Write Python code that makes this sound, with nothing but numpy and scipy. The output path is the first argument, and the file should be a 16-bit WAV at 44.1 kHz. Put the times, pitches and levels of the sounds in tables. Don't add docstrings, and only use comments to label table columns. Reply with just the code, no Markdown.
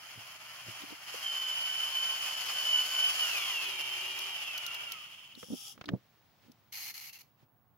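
import sys
import numpy as np
from scipy import signal
from scipy.fft import rfft, irfft, next_fast_len
from scipy.io import wavfile
from scipy.ndimage import map_coordinates

SR = 44100
rng = np.random.default_rng(int(sys.argv[2]) if len(sys.argv) > 2 else 0)


def waveform_to_disk(signal):
    frames = np.transpose(np.atleast_2d(signal))
    scaled = np.clip(frames, -1, 1) * 32767
    samples = np.round(scaled).astype(np.int16)
    wavfile.write(sys.argv[1], SR, samples)


N = 342951
T = np.arange(N) / SR
CRUISE_HZ = 3050


def amp(db):
    return 10 ** (np.asarray(db) / 20)


def unit(x):
    return x / np.sqrt(np.mean(x ** 2) + 1e-20)


def along(points, hz):
    freqs, values = np.transpose(points)
    return np.interp(np.log(hz + 1), np.log(freqs + 1), values)


def levels(rows, fade=.017):
    times, db = np.transpose(rows)
    outside = np.abs(T - np.clip(T, times[0], times[-1]))
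    return amp(np.interp(T, times, db)) * np.exp(-outside / fade)


def held(start, end, first_db, last_db, fade=.017):
    return levels([(start, first_db), (end, last_db)], fade)


def white():
    return rng.standard_normal((2, N))


def wobble(rate):
    return map_coordinates(rng.standard_normal(int(N * rate / SR) + 4), [T * rate])


def filtered(x, response):
    size = next_fast_len(N + SR // 2)
    return irfft(rfft(x, size) * response(np.fft.rfftfreq(size, 1 / SR)), size)[..., :N]


def rush(spectrum, force=None):
    # frequency in Hz, left-right correlation.
    coherence = [(150, 0.58), (900, 0.69), (2400, 0.3)]

    def response(hz):
        angle = np.arccos(np.clip(along(coherence, hz), -1, 1)) / 2
        return amp(along(spectrum, hz)) * [np.cos(angle), np.sin(angle)]
    mid, side = filtered(white() if force is None else force, response)
    return unit(np.array([mid + side, mid - side]))


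def ring(hz, half_width_hz):
    return unit(filtered(white(), lambda f: 1 / (1 + 1j * (f - hz) / half_width_hz) ** 2))


def modes(rows):
    return sum(amp(db) * ring(hz, half_width) for hz, half_width, db in rows)


def snaps(rows, spectrum, t60, rise):
    out, noise = np.zeros((2, N)), rush(spectrum)
    for start, db in rows:
        span = slice(int(start * SR), int(start * SR) + SR // 10)
        t = T[span] - T[span][0]
        hit = noise[:, span] * amp(-60 * t / t60) * (1 - np.exp(-t / rise))
        out[:, span] += amp(db) * hit / np.abs(hit).max()
    return out


def garden():
    # frequency in Hz, relative level in dB.
    air = [(24, -56), (40, -32.5), (113, -12.5), (257, -25), (480, -31), (728, -28), (1200, -30.5),
           (2200, -42), (9840, -56.5), (15000, -38)]
    return amp(-69.5) * rush(air) + amp(-77) * ring(15672, half_width_hz=22)


def idle():
    # start and end in seconds, level in dB.
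    rubs = [(6.43, 6.472, -73.5), (7.394, 7.437, -74)]
    # frequency in Hz, relative level in dB.
    spectrum = [(1700, -7), (2900, -8), (5500, -12.5), (8500, -23.5)]
    sizzle = levels([(5.3, -69), (6.55, -73), (7.3, -78)], fade=.08)
    scuffs = sum(held(start, end, db, db, fade=.015) for start, end, db in rubs)
    return (sizzle + scuffs) * rush(spectrum)


def controller():
    return held(5.0, 5.28, first_db=-73, last_db=-77) * ring(8040, half_width_hz=25)


def grit():
    # start in seconds, relative peak in dB.
    ticks = [(3.8096, -35.5), (4.1901, -32), (4.578, -31.5), (4.6638, -28.5), (4.7451, -35.5),
             (4.9202, -30.5), (5.351, -54), (6.5174, -53.5)]
    # frequency in Hz, relative level in dB.
    spectrum = [(1500, -34), (4000, -1), (6000, -0.5), (8500, -21), (11000, -5), (15500, -8.5)]
    return amp(5.5) * snaps(ticks, spectrum, t60=.025, rise=.0003)


def linkage():
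    # start in seconds, peak in dB.
    clicks = [(.82, -42.5), (.902, -42), (5.351, -41.5), (5.857, -37)]
    # frequency in Hz, relative level in dB.
    spectrum = [(2200, -18), (4100, 4), (7500, -24.5)]
    return snaps(clicks, spectrum, t60=.03, rise=.0004)


def hitch():
    # start in seconds, relative peak in dB.
    clacks = [(5.428, -39), (5.777, -44.5), (5.811, -33.5), (5.84, -41.5), (5.882, -37), (5.888, -27.5)]
    # frequency in Hz, relative level in dB.
    spectrum = [(150, -3.5), (350, -4.5), (780, -9.5), (1260, -6), (2400, -11), (3040, -10.5),
                (6300, -24.5), (8000, -40)]
    return amp(2) * snaps(clacks, spectrum, t60=.026, rise=.0013)


def knocks(touch_gap_s=.017, lead_in_db=12.5):
    # time in seconds, relative peak in dB, pitch in Hz, lead-in in seconds.
    blows = [(.173, -49, 111, 0.026), (0.68, -43, 110, 0.023), (.833, -42, 290, 0.018),
             (.921, -39.5, 308, 0.024), (1.14, -40, 494.6, 0.0072), (5.371, -46.5, 252, 0.019),
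             (5.429, -40.5, 498, .005), (5.5, -33.5, 227, 0.015), (5.518, -33.5, 236, 0.0064),
             (5.529, -27, 251, .008), (5.786, -50, 223, 0.043), (5.888, -32, 290, 0.025),
             (5.93, -29.5, 124, 0.0074), (5.933, -25.5, 193, 0.031), (6.495, -49.5, 255, 0.038),
             (7.424, -57, 138, 0.018)]
    touches = [(time - ahead, db - lead_in_db * ahead / lead, hz)
               for time, db, hz, lead in blows for ahead in touch_gap_s * np.arange(4)]
    swings, envelope = np.zeros((2, N)), np.zeros(N)
    t = T[:SR // 5]
    for start, db, hz in touches:
        t60 = .025 + 8 / hz
        shape = (1 - np.exp(-(t / .004) ** 2)) * amp(-60 * t / t60)
        shape = amp(db) * shape / shape.max()
        stereo_phase = np.array([[-.88], [.88]]) * min(hz / 250, 1)
        span = slice(int(start * SR), int(start * SR) + len(t))
        swings[:, span] += shape * np.sin(2 * np.pi * hz * t + stereo_phase)
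        envelope[span] += shape
    thud = rush([(50, -28), (95, -3), (250, 5), (520, -3), (900, -21), (4000, -65)])
    return amp(-1) * swings + amp(-10.5) * envelope * thud


def servo():
    # start and end in seconds, first and last relative level in dB.
    bursts = [(6.725, 6.914, -50.5, -49), (6.943, 7.001, -51, -54), (7.009, 7.101, -53, -55),
              (7.13, 7.179, -56, -63), (7.187, 7.218, -63.5, -59.5)]
    # time in seconds, level in dB.
    strain_levels = [(5.395, -52), (5.49, -55.5), (5.58, -47.5), (5.69, -46), (5.725, -51)]
    squeaks = [(7.097, -55), (7.165, -55)]
    # frequency in Hz, relative level in dB.
    rasp_spectrum = [(290, -64), (500, -41), (805, -10), (1680, -23), (2150, -1.5), (3730, -10), (4240, -1),
                     (5830, -5.5), (6360, -6), (8610, -20), (11700, -2.5), (15800, -11.5)]
    strain_spectrum = [(500, -48), (820, -29), (1050, -39), (1300, -24), (1800, -34), (3250, -0.5),
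                       (4000, -18.5), (5400, -4), (8600, -18.5), (10100, -19.5), (15500, -20)]
    # frequency and half-width in Hz, relative level in dB.
    rasp_modes = [(1320, 70, -24.5), (2150, 350, -10), (2910, 110, -14), (4290, 61, -9.5),
                  (6400, 120, -11.5), (7990, 90, -24.5), (12000, 190, -11)]
    strain_modes = [(810, 32, -22), (1275, 60, -22.5), (2850, 59, -14.5), (5420, 140, -10),
                    (10000, 160, -8.5), (12170, 310, -12.5)]
    gate = sum(held(*burst, fade=.002) for burst in bursts)
    run_on = np.max([(T > burst[0]) * held(*burst, fade=.03) for burst in bursts], axis=0)
    teeth = amp(1.6 * wobble(900))
    judder = amp(1.1 * wobble(300))
    rasp = unit(judder * (rush(rasp_spectrum, teeth * white()) + modes(rasp_modes)))
    squeak = sum(held(time, time, db, db, fade=.013) for time, db in squeaks) * ring(2696, 49)
    hiss = unit(rush(strain_spectrum, teeth * white()) + modes(strain_modes))
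    strain = levels(strain_levels, fade=.016) * hiss
    return amp(4) * (gate + amp(-7.5) * run_on) * rasp + squeak + strain


def driven(mesh, db, growth, db_per_octave=0):
    # time in seconds, strength in dB.
    strength = [(0, -11), (.5, -11), (.72, -8), (.99, -12), (1.13, -5.5), (1.4, -4.5), (2.2, -2),
                (3.3, 1.5), (3.86, -0.5), (4.4, -2), (4.91, -4.5), (5.33, -12.5)]
    return amp(db + db_per_octave * np.log2(mesh / CRUISE_HZ)) * levels(strength, fade=.13) ** growth


def grind(cycles, memory, teeth=40, points_per_turn=1024):
    turns = cycles / teeth
    fresh = rng.standard_normal((2, int(turns[-1]) + 2, points_per_turn))
    track = signal.lfilter([1], [1, -memory], fresh, axis=1).reshape(2, -1)
    force = np.array([np.interp(turns * points_per_turn, np.arange(len(row)), row) for row in track])
    return force * np.sqrt(np.gradient(turns))


def axles(mesh, cycles, rattle, quiet_below_hz=1160):
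    # frequency in Hz, relative level in dB.
    spectrum = [(35, -64.5), (60, -26), (118, -25.5), (260, -23.5), (371, -16), (490, -18), (598, -6),
                (1440, -1), (1630, -4), (2400, 1), (3120, -28), (5280, -120)]
    rolling = np.minimum(mesh / quiet_below_hz, 1) ** 2
    gain = rolling * driven(mesh, db=-45, growth=.8, db_per_octave=3.12)
    return gain * rush(spectrum, rattle * grind(cycles, memory=.43))


def housing(mesh, cycles, rattle):
    # frequency in Hz, relative level in dB.
    spectrum = [(900, -28.5), (1250, -12), (1600, -38), (2000, -16), (2400, -6), (2800, 2.5), (3100, 4),
                (3400, -6.5), (4400, -33)]
    return driven(mesh, db=-39, growth=1.21) * rush(spectrum, rattle * grind(cycles, memory=.65))


def chatter(mesh, rattle):
    # frequency in Hz, relative level in dB.
    spectrum = [(2120, -28.5), (3600, -11), (3780, -11.5), (4420, -1.5), (5150, -10.5), (5800, -7),
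                (7070, -9), (8670, -18.5), (10400, -8), (15100, -15.5), (15800, -20.5)]
    # frequency and half-width in Hz, relative level in dB.
    chassis = [(5165, 320, -3.5), (6420, 460, -8.5), (10120, 190, -14)]
    vibration = unit(rush(spectrum, rattle * white()) + rattle * modes(chassis))
    return driven(mesh, db=-40.5, growth=1.21, db_per_octave=5.13) * vibration


def tone(mesh, cycles, flutter_db, smear_rad, apart_rad):
    slack = np.clip(np.log2(CRUISE_HZ / mesh) / .25, 0, 1)
    phase = 2 * np.pi * cycles + smear_rad * wobble(45) + .42 * slack * wobble(170)
    flutter = amp(flutter_db * (wobble(50) + wobble(140)))
    stereo_phase = np.outer([1, -1], apart_rad * wobble(12))
    return unit(flutter * np.sin(phase + stereo_phase))


def gear_train(mesh, cycles):
    # multiple of the mesh rate, relative level in dB, dB per octave of speed.
    gears = [(.164, -17.5, 8), (.2, -18, 8.5), (.24, -20, -4.5), (.35, -16.5, 1.5), (.5, -11.5, 6),
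             (.575, -11, 6), (1.21, -32, -17), (1.5, -7, 3), (1.79, -20, -2), (2, -16, -3),
             (2.32, -11.5, 10), (2.44, -17, -3), (3, -21, -1)]
    # frequency in Hz, gain in dB.
    radiation = [(320, -23), (385, -7.5), (450, -20), (600, -16), (950, -4.5), (1100, -6.5), (1380, -2),
                 (1750, -13), (2000, -3.5), (2400, 2), (2650, 10.5), (2850, 14), (3150, 7.5), (3330, 3.5),
                 (3700, -7.5), (4500, -8.5), (4900, -20), (7000, -9.5), (8800, -30.5), (10500, -6)]
    # time in seconds, gain in dB.
    load = [(1.0, -6), (1.26, 1.5), (4.97, 1.5), (5.12, -9)]
    out, octaves = 0, np.log2(mesh / CRUISE_HZ)
    for ratio, db, db_per_octave in gears:
        contact = unit(amp(1.5 * wobble(24)))
        line = tone(mesh, ratio * cycles, flutter_db=1.7, smear_rad=.3 + .1 * ratio ** 2, apart_rad=.8)
        out += amp(db + db_per_octave * octaves + along(radiation, ratio * mesh)) * contact * line
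    bite = amp(np.interp(T, *np.transpose(load)))
    return driven(mesh, db=-36.5, growth=1.32, db_per_octave=3.8) * bite * out


def whine(mesh, cycles, runout_db=2.8, teeth=54):
    # time in seconds, level in dB.
    swell = [(1.24, -36.5), (1.6, -36.5), (1.75, -37), (1.85, -33), (1.91, -43), (1.97, -32.5),
             (2.07, -32.5), (2.27, -40.5), (2.34, -39.5), (2.45, -42), (2.65, -34), (2.74, -26.5),
             (2.82, -30.5), (2.87, -46), (2.98, -30), (3.09, -28), (3.14, -42), (3.23, -28.5),
             (3.28, -42.5), (3.36, -33.5), (3.41, -45.5), (3.53, -48.5)]
    runout = unit(amp(runout_db * np.sin(2 * np.pi * cycles / teeth + 2 * wobble(23))))
    line = tone(mesh, cycles, flutter_db=1.2, smear_rad=.22, apart_rad=.45)
    return levels(swell, fade=.013) * runout * line


def tractor(left_lead_s=.00007):
    # time in seconds, mesh rate in Hz.
    mesh_rates = [(1.23, 3160), (1.28, 3085), (1.65, 3015), (2.0, 3055), (2.2, 3025), (2.6, 3045),
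                  (2.75, 2980), (2.85, 3035), (3.1, 3018), (3.19, 3070), (3.31, 2720), (3.38, 2410),
                  (3.49, 2100), (3.55, 1880), (3.73, 1575), (3.91, 1545), (4.05, 1585), (4.22, 1595),
                  (4.37, 1580), (4.45, 1400), (4.52, 1315), (4.56, 1225), (4.7, 1142), (4.84, 1166),
                  (4.92, 1120), (5.0, 1005), (5.4, 700)]
    speed = np.interp(T, *np.transpose(mesh_rates))
    waver = .0012 * np.minimum(CRUISE_HZ / speed, 2) ** 1.5
    mesh = speed * (1 + waver * wobble(20))
    cycles = np.cumsum(mesh) / SR
    gears = gear_train(mesh, cycles)
    rattle = amp(.78 * wobble(700) + 1.22 * wobble(50))
    noise = axles(mesh, cycles, rattle) + housing(mesh, cycles, rattle) + chatter(mesh, rattle)
    drive = whine(mesh, cycles) + gears + noise
    return filtered(drive, lambda hz: np.exp(np.outer([1j, -1j], np.pi * hz * left_lead_s)))


def scene():
    contacts = hitch() + grit() + linkage()
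    return contacts + tractor() + knocks() + servo() + controller() + idle() + garden()


def record(dry, low_hz=66, top_hz=15870):
    # frequency in Hz, left minus right level in dB.
    imbalance = [(150, -2), (1200, -2), (3800, -1), (4600, 11.5), (6200, 3), (8400, 19.5), (9800, 3),
                 (12300, -11), (14500, 0.5)]

    def ports(hz):
        pair = amp(np.outer([.5, -.5], along(imbalance, hz)))
        return pair / np.sqrt(np.mean(pair ** 2, axis=0))
    bass_cut = signal.sosfilt(signal.butter(2, low_hz, "highpass", fs=SR, output="sos"), dry)
    return filtered(filtered(bass_cut, ports), lambda hz: hz < top_hz)


dry = scene()
out = record(dry)
waveform_to_disk(out)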